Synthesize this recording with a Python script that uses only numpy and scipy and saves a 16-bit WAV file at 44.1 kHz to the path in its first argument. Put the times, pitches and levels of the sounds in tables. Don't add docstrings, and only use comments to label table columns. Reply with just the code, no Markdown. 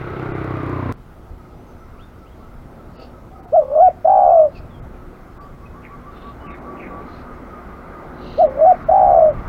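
import sys
import numpy as np
from scipy import signal
from scipy.fft import rfft, irfft, next_fast_len
from scipy.io import wavfile
from scipy.ndimage import uniform_filter1d, minimum_filter1d, map_coordinates

SR = 44100
rng = np.random.default_rng(int(sys.argv[2]) if len(sys.argv) > 2 else 0)


def natural_amplitude(level_db):
    exponent = np.asarray(level_db, float) / 20
    return 10 ** exponent


def wav_record(signal):
    frames = np.transpose(np.atleast_2d(signal))
    bounded = np.clip(frames, -1, 1)
    quanta = np.round(bounded * 32767).astype(np.int16)
    wavfile.write(sys.argv[1], SR, quanta)


N = 418068
T = np.arange(N) / SR

# hoot start t/s, swell end t/s, swell stretch, rolled note start t/s, roll stretch
COOS = [
    (3.523, 3.891, 1.1, 4.046, 1.003),
    (8.377, 8.729, 1, 8.886, .997),
]
# t/s, f/Hz, level/dB
HOOT = [
    (0, 449.5, -24),
    (.013, 608, -14),
    (.025, 656.5, -9.5),
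    (.042, 750.5, -11.5),
    (.055, 649.4, -8.5),
    (.077, 618, -8.5),
    (.09, 583.4, -16.5),
    (.12, 537.7, -22),
]
# t/s, f/Hz, level/dB
SWELL = [
    (-.2, 562.4, -26),
    (-.165, 550, -21.5),
    (-.135, 600, -15.5),
    (-.112, 628.6, -10),
    (-.084, 640.8, -7),
    (-.057, 750.8, -9),
    (-.01, 727, -8),
    (0, 540.2, -13),
]


def unit(x):
    return x / np.sqrt(np.mean(x ** 2) + 1e-20)


def along(points, hz):
    f, v = np.transpose(points)
    return np.interp(np.log(hz + 1), np.log(f + 1), v)


def curves(rows, t=T):
    s, *cols = np.transpose(rows)
    return [np.interp(t, s, c) for c in cols]


def wobble(rate, t=T):
    knots = rng.standard_normal(int(N * rate / SR) + 4)
    return map_coordinates(knots, [t * rate])


def filtered(x, response):
    m = next_fast_len(N + SR // 2)
    return irfft(rfft(x, m) * response(np.fft.rfftfreq(m, 1 / SR)), m)[..., :N]


def rush(spectrum, patchy_db):
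    z = signal.stft(rng.standard_normal(N), nperseg=512)[2]
    field = uniform_filter1d(rng.standard_normal(z.shape), size=5, axis=0)
    field = uniform_filter1d(field, size=12, axis=1)
    noise = signal.istft(z * natural_amplitude(patchy_db * unit(field)), nperseg=512)[1][:N]
    return unit(filtered(noise, lambda hz: natural_amplitude(along(spectrum, hz))))


def trees(x):
    # f/Hz, t60/s
    decay = [(300, 0.85), (1500, 0.54), (8000, 0.033)]
    hz, t, z = signal.stft(rng.standard_normal(SR // 2), SR, nperseg=256)
    fading = natural_amplitude(-60 * t / along(decay, hz)[:, None])
    tail = signal.istft(z * fading, SR, nperseg=256)[1]
    return signal.fftconvolve(x, tail / np.linalg.norm(tail))[:N]


def garden():
    # t/s, level/dB
    wind = [(0.96, -43), (1.15, -43.5), (3.28, -45), (3.59, -42), (4.0, -45), (4.64, -40.5), (5.06, -43),
            (5.4, -42.5), (6.56, -45.5), (7.13, -43.5), (7.67, -45.5), (9.48, -36.5)]
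    # t/s, level/dB
    road = [
        (.96, -55),
        (2.8, -54),
        (4.8, -53),
        (6, -50),
        (6.9, -44),
        (7.4, -46.5),
        (8.3, -44),
        (9.48, -41),
    ]
    # f/Hz, level/dB
    rumble_spectrum = [(12, -28.5), (20, 1.5), (130, -7.5), (166, -13), (239, -18.5), (300, -32.5),
                       (390, -61), (660, -120)]
    tyre_spectrum = [(88, -40), (150, -2), (252, -2.5), (330, -3), (361, -5.5), (452, -5.5), (900, -10),
                     (1170, -26.5), (1980, -120)]
    traffic_spectrum = [(410, -25), (700, -8.5), (830, -16), (1020, -6), (1260, -2.5), (1570, -9),
                        (1740, -15.5), (2060, -13.5), (2790, -30.5), (6000, -44), (7800, -65),
                        (13200, -120)]
    hiss_spectrum = [(1470, -28), (2500, -1), (7830, -12.5), (11100, -13), (15100, -11), (15800, -10)]
    # f/Hz, level/dB at about average traffic
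    engines = [(62, -49), (245, -50), (362, -52)]
    (wind_db,), (road_db,) = curves(wind), curves(road)
    tyre_db = -45 + .79 * (road_db - road_db.mean())
    rumble = natural_amplitude(wind_db + 3 + 1.2 * wobble(3) + .8 * wobble(11)) * rush(rumble_spectrum, patchy_db=1.6)
    tyres = natural_amplitude(tyre_db + 2 + 1.3 * wobble(1.9)) * rush(tyre_spectrum, patchy_db=1.2)
    traffic = natural_amplitude(road_db + 1 + .8 * wobble(4)) * rush(traffic_spectrum, patchy_db=.9)
    hum = np.zeros(N)
    for hz, db in engines:
        level = natural_amplitude(db + tyre_db + 46 + 2.2 * wobble(4))
        hum += level * np.sin(2 * np.pi * np.cumsum(hz + 2.507 * wobble(7)) / SR)
    hiss = natural_amplitude(-63.5) * rush(hiss_spectrum, patchy_db=-1.5)
    return rumble + tyres + traffic + hum + hiss


def songs():
    # t/s, length/s, f/Hz, level/dB
    piper = [(1.39, 0.028, 1290, -53), (1.45, .02, 1250, -50), (1.68, .03, 1300, -56),
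             (1.8, 0.062, 1320, -54), (1.98, 0.055, 1320, -53), (2.19, 0.091, 1320, -54.5),
             (2.41, 0.071, 1310, -54), (2.77, .06, 1310, -58), (2.97, 0.078, 1290, -54),
             (3.13, 0.059, 1280, -52), (3.34, .05, 1280, -52), (4.96, .1, 1300, -58),
             (7.07, 0.039, 1230, -43), (7.24, .12, 1247, -46.5), (7.5, 0.1, 1238, -44),
             (7.7, .1, 1217, -45.5), (7.93, .09, 1220, -44.5), (8.18, .075, 1218, -45),
             (9.33, .06, 1200, -43.5)]
    # t/s, length/s, level/dB
    hooter_calls = [(1.95, .03, -56), (2.39, .03, -54), (5.37, .11, -48), (5.61, .05, -48),
                    (5.735, .06, -46), (5.885, .075, -46), (6.035, .075, -46), (6.215, .1, -45),
                    (6.415, .135, -45.5), (6.63, .18, -45), (6.88, .17, -45)]
    # t/s, length/s, f/Hz, level/dB
    neighbour = [
        (3.31, .07, 765, -44.5),
        (3.376, 0.046, 783, -44),
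        (3.45, .057, 723, -45),
    ]
    # t/s, length/s, start f/Hz, end f/Hz, level/dB
    chirps = [(1.98, 0.057, 2066, 3710, -57.5), (2.019, .03, 3680, 3600, -60.5),
              (2.245, 0.055, 2100, 3250, -63), (2.31, .03, 3250, 3300, -70), (1.56, .09, 5700, 6200, -76),
              (1.66, .09, 6500, 6100, -71), (1.77, .11, 6100, 6000, -75), (3.78, 0.057, 5920, 6180, -72.5),
              (4.381, .026, 2600, 2470, -57.5), (4.385, 0.055, 5060, 4200, -69.5),
              (4.55, .035, 2770, 2430, -52), (4.699, 0.095, 3600, 3130, -63.5), (4.3, .02, 2600, 2476, -58),
              (5.9, .04, 2300, 2300, -60.5), (6.4, .06, 2900, 2950, -62), (5.41, 0.049, 4400, 5000, -67),
              (5.655, .018, 2500, 2550, -51.5), (6.5, 0.055, 3750, 3580, -65.5)]
    hooter = [(s, length, 1152, db) for s, length, db in hooter_calls]
    # pitch factors at start, turn and end; time to the turn (s)
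    birds = [(piper, (1.025, 1, .97), .04), (hooter, (.87, 1, 1), .028), (neighbour, (.975, 1, .98), .04)]
    notes = []
    for rows, glide, turn_s in birds:
        for s, length, hz, db in rows:
            notes.append((s, length, min(.5, turn_s / length), *(hz * np.array(glide)), db))
    for s, length, start, end, db in chirps:
        midway = start + .65 * (end - start)
        notes.append((s, length, .5, start, midway, end, db))
    return notes


def whistles():
    out = np.zeros(N)
    quaver = .012 * wobble(160)
    for s, length, turn, *hz, db in songs():
        at = round(s * SR)
        u = np.linspace(0, 1, round(length * SR))
        glide = np.interp(u, [0, turn, 1], hz) * (1 + quaver[at:][:len(u)])
        tone = np.sin(2 * np.pi * np.cumsum(glide) / SR)
        out[at:][:len(u)] += natural_amplitude(db + 6) * np.sin(np.pi * u) ** .5 * tone
    return out


def hoarse():
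    # t/s, length/s, level/dB
    scolds = [
        (3.838, 0.084, -56.5),
        (4.93, .05, -62),
        (5.13, .05, -63),
        (5.819, 0.062, -50),
        (6.457, 0.11, -46),
        (6.759, .13, -46.5),
        (7.0, .06, -58),
        (8.68, 0.11, -57),
    ]
    # t/s, length/s, level/dB
    scuffs = [
        (2.96, .1, -48),
        (3.018, .012, -39),
    ]
    scold_band = (2600, 1885, 650)
    scuff_band = (600, 550, 400)
    # t/s, length/s, low band f/Hz, high band f/Hz, level/dB
    buzzes = [
        (2.904, .18, 2720, 4450, -60.5),
        (4.51, 0.1, 2470, 4420, -61.5),
        (6.077, .26, 2750, 3540, -63),
        (7.032, 0.202, 2350, 4060, -61.5),
        (8.13, 0.33, 2830, 3980, -54.5),
    ]
    # band (0 low, 1 high), frequency factor, width/Hz, level/dB
    buzz_bands = [(0, 1, 450, -2), (0, 1.2, 1600, -4), (1, 1.03, 1100, -2), (1, 1, 130, -3),
                  (1, 1.45, 1200, -16)]
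    calls = []
    for rows, band in [(scolds, scold_band), (scuffs, scuff_band)]:
        calls += [(s, length, 1.5, *band, db) for s, length, db in rows]
    for s, length, *hz, db in buzzes:
        for band, factor, width_hz, rel_db in buzz_bands:
            start_hz = factor * hz[band]
            calls.append((s, length, 1.93, start_hz, 1.03 * start_hz, width_hz, db + rel_db))
    return calls


def rasps():
    out = np.zeros(N)
    flutter = natural_amplitude(2.2 * wobble(110))
    for s, length, late, start_hz, end_hz, width_hz, db in hoarse():
        u = np.linspace(0, 1, round(length * SR))
        lowpass = signal.butter(3, width_hz / SR)
        breath = unit(signal.lfilter(*lowpass, rng.standard_normal(SR // 2)))[:len(u)]
        carrier = np.sin(2 * np.pi * np.cumsum(start_hz + (end_hz - start_hz) * u) / SR)
        out[round(s * SR):][:len(u)] += natural_amplitude(db + 6) * np.sin(np.pi * u ** late) ** .6 * breath * carrier
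    return out * flutter


def motorbike():
    # t/s, firing rate/Hz, pipe pitch factor, exhaust level/dB
    bike_pass = [
        (0, 32.7, 1.22, -31.5),
        (.25, 32.3, 1.12, -27),
        (.55, 31.9, 1.04, -25.5),
        (.75, 31.1, .95, -24),
        (.924, 29.9, .84, -22),
    ]
    # f/Hz, width/Hz, level/dB
    pipe = [(112, 62, 0), (305, 95, -5), (62, 35, -8), (600, 300, -20), (1150, 300, -18)]
    # f/Hz, level/dB
    roar_spectrum = [(24, -52), (40, -26), (119, -4), (142, -15.5), (240, -26), (344, -5.5), (779, -20),
                     (1470, -18.5), (1720, -26), (2060, -21.5), (3100, -40), (3800, -40.5), (9000, -76),
                     (11700, -100), (19800, -120)]
    cut_s, step = .9243, .11
    t = T[:SR]
    rate, sink, pipe_db = curves(bike_pass, t)
    roar_db = -31 + .15 * (pipe_db - pipe_db.mean())
    turns = np.cumsum(rate) / SR + .62
    exhaust = 0
    for k in range(1, 50):
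        f = k * rate / sink ** np.clip(k / 9, .55, 1)
        gain = 0
        for j, (centre, width, db) in enumerate(pipe):
            resonance = 1j * f * width / (centre * centre - f * f + 1j * f * width)
            gain = gain + (-1) ** j * natural_amplitude(db) * resonance ** 2
        uneven = natural_amplitude((.5 + .1 * k) * wobble(12, t)) * np.exp(.04j * k * wobble(9, t))
        exhaust = exhaust - np.real(uneven * gain * np.exp(2j * np.pi * k * turns))
    puff = np.exp(-3 * (turns % 1))
    roar = unit((1 + .5 * puff) * rush(roar_spectrum, patchy_db=.9)[:SR])
    bike = np.pad(natural_amplitude(pipe_db) * unit(exhaust) + natural_amplitude(roar_db) * roar, (0, N - SR))
    tick = (step - bike[int(cut_s * SR)]) * np.exp((np.minimum(T, cut_s) - cut_s) / .0006)
    return (bike + tick) * (T < cut_s)


def breaths():
    # t/s, f/Hz, level/dB
    rolled = [
        (0, 605.2, -18.5),
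        (.011, 658.4, -6.5),
        (.02, 634.3, -18),
        (.03, 748.6, -11.5),
        (.074, 799.2, -12),
        (.25, 744.3, -10.5),
        (.345, 642, -7.5),
        (.405, 614, -9.5),
        (.441, 536, -29.5),
    ]

    def lay(note, s, stretch):
        return [(s + stretch * t, hz, db) for t, hz, db in note]

    notes = []
    for hoot, end, wide, roll, long in COOS:
        notes.append(lay(HOOT, hoot, .96) + lay(SWELL, end, wide))
        notes.append(lay(rolled, roll, long))
    return notes


def shutting():
    # t/s, closure 0-1
    catches = [(3.557, 0.4), (3.733, 0.4), (3.749, 0.91), (3.772, .72), (3.783, .7), (3.796, .59),
               (3.819, .29), (8.408, 0.1), (8.434, .2), (8.582, .8), (8.59, .67), (8.606, 0.95),
               (8.646, 0.6), (8.658, .8)]
    roll_ends = [.285, .3]
    puff_gap_s, puff_scatter_s = .0165, .0025
    first_gap_s, last_gap_s, roll_scatter_s = .025, .0135, .0022
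    rows = [(s, closure, -19) for s, closure in catches]
    k = np.arange(24)
    for (hoot, end, wide, roll, _), stop in zip(COOS, roll_ends):
        luck = rng.standard_normal((len(k), 4))
        puffs = hoot + HOOT[-2][0] + puff_gap_s * k + puff_scatter_s * luck[:, 0]
        murmur_end = end + wide * SWELL[1][0] + puff_gap_s
        rows += [(s, .95 + .1 * z, -19) for s, z in zip(puffs, luck[:, 1]) if s < murmur_end]
        slow = .8 ** k
        gaps = last_gap_s + (first_gap_s - last_gap_s) * slow
        beats = roll + np.cumsum(gaps) + roll_scatter_s * (1 - slow) ** 4 * luck[:, 2]
        beats = beats[beats < roll + stop]
        rows += [(s, np.interp(x, [0, 1], [.97, .8]), -.5) for s, x in zip(beats, slow)]
        dying = beats[-1] + last_gap_s + .021 * k[:7] + puff_scatter_s * luck[:7, 3]
        rows += [(s, .75 * .88 ** j, -19) for j, s in enumerate(dying)]
    return rows


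def dove():
    # f/Hz, t60/s
    air_sac = (638, .1)
    # f/Hz, level/dB, t60/s
    throat = [(840, -20.5, 0.06), (1110, -20.5, 0.036)]
    # f/Hz, level/dB
    octave_response = [(800, -60), (950, -29), (1100, -32), (1250, -38), (1600, -36), (1800, -60)]
    # f/Hz, level/dB
    body = [(200, -33), (400, -6), (500, -1.5), (1700, 10.5), (2600, -2)]
    sac_hz, sac_t60 = air_sac
    notes = breaths()
    pitch_hz, level_db = curves(np.vstack(notes))
    breathing = sum((T > note[0][0]) & (T < note[-1][0]) for note in notes)
    level = np.sqrt(2) * natural_amplitude(level_db + .3 * wobble(59)) * uniform_filter1d(1. * breathing, size=150)
    closures = shutting()
    opening, sag = np.ones(N), np.zeros(N)
    u = np.arange(-700, 700) / SR
    for s, closure, _ in closures:
        at = round(s * SR)
        near = slice(at - 700, at + 700)
        shut_s = .0028 + .003 * (level_db[at] < -21)
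        opening[near] *= 1 - np.clip(closure, 0, 1) * np.exp(-(u / shut_s) ** 2)
        sag[near] += closure ** 2 * np.exp(-np.maximum(u, 0) / .0027) / (1 + np.exp(-u / .0006))
    phase = 2 * np.pi * np.cumsum(pitch_hz * (1 + .0056 * wobble(90) - .3 * sag)) / SR
    voice = level * np.sin(phase)
    t, lag_s = np.arange(SR // 10) / SR, .0024
    soft = 1 - np.exp(-t / .0018)
    click = sum(natural_amplitude(db - 60 * t / t60) * np.sin(2 * np.pi * hz * t) for hz, db, t60 in throat)
    for s, closure, kick_db in closures:
        at = round(s * SR)
        caught = phase[at + round(lag_s * SR)]
        sac = natural_amplitude(kick_db - 60 * t / sac_t60) * np.sin(caught + 2 * np.pi * sac_hz * (t - lag_s))
        weak = natural_amplitude(-.55 * (level_db[at] + 9.5))
        voice[at:at + len(t)] += level[at] * soft * (sac + closure * weak * click)
    voice = voice * opening
    octave = filtered(2 * voice ** 2 / (level + .011), lambda hz: natural_amplitude(along(octave_response, hz)))
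    third = natural_amplitude(-51 + 3 * wobble(40)) * level * opening * (pitch_hz > 772) * np.sin(3.15 * phase)
    return filtered(voice + third, lambda hz: natural_amplitude(along(body, hz))) + octave


def scene():
    coo = dove()
    far = whistles() * natural_amplitude(1.6 * wobble(55)) + rasps()
    roof = natural_amplitude(-17) * np.roll(coo, round(.025 * SR))
    near = coo + roof + natural_amplitude(-40) * np.roll(trees(coo), round(.015 * SR))
    birds = natural_amplitude(-1.5) * far + natural_amplitude(-12) * trees(far)
    return (near + birds + garden() + motorbike())[None]


def limited(x, top):
    need = np.minimum(1, top / (abs(x) + 1e-9))
    return x * uniform_filter1d(minimum_filter1d(need, size=260), size=130)


def top_cut(x):
    return signal.sosfilt(signal.butter(12, 16060, fs=SR, output="sos"), x)


def record(dry):
    # t/s, all above is lost f/Hz, depth 0-1
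    dropouts = [(.332, 3870, 0.9), (.958, 4700, 0.75), (2.979, 5500, 0.9), (3.418, 2630, 0.64),
                (3.466, 2200, 0.6), (3.56, 3300, 0.94), (4.51, 3000, 0.2), (4.812, 2800, 0.7),
                (5.394, 2300, 0.82), (6.485, 3080, 0.8), (6.532, 4500, 0.7), (6.603, 2900, 0.5),
                (8.481, 3700, 0.95), (8.854, 4500, 0.7), (9.317, 3295, 0.7)]
    hz, t, z = signal.stft(limited(dry, .8), SR, nperseg=256, noverlap=192)
    for s, cut_hz, depth in dropouts:
        moment = np.exp(-((t - s) / .013) ** 4)
        z = z * (1 - np.clip(depth, 0, 1) * (hz[:, None] > cut_hz) * moment)
    mix = signal.istft(z, SR, nperseg=256, noverlap=192)[1][:, :N]
    return top_cut(mix)


dry = scene()
out = record(dry)
wav_record(out)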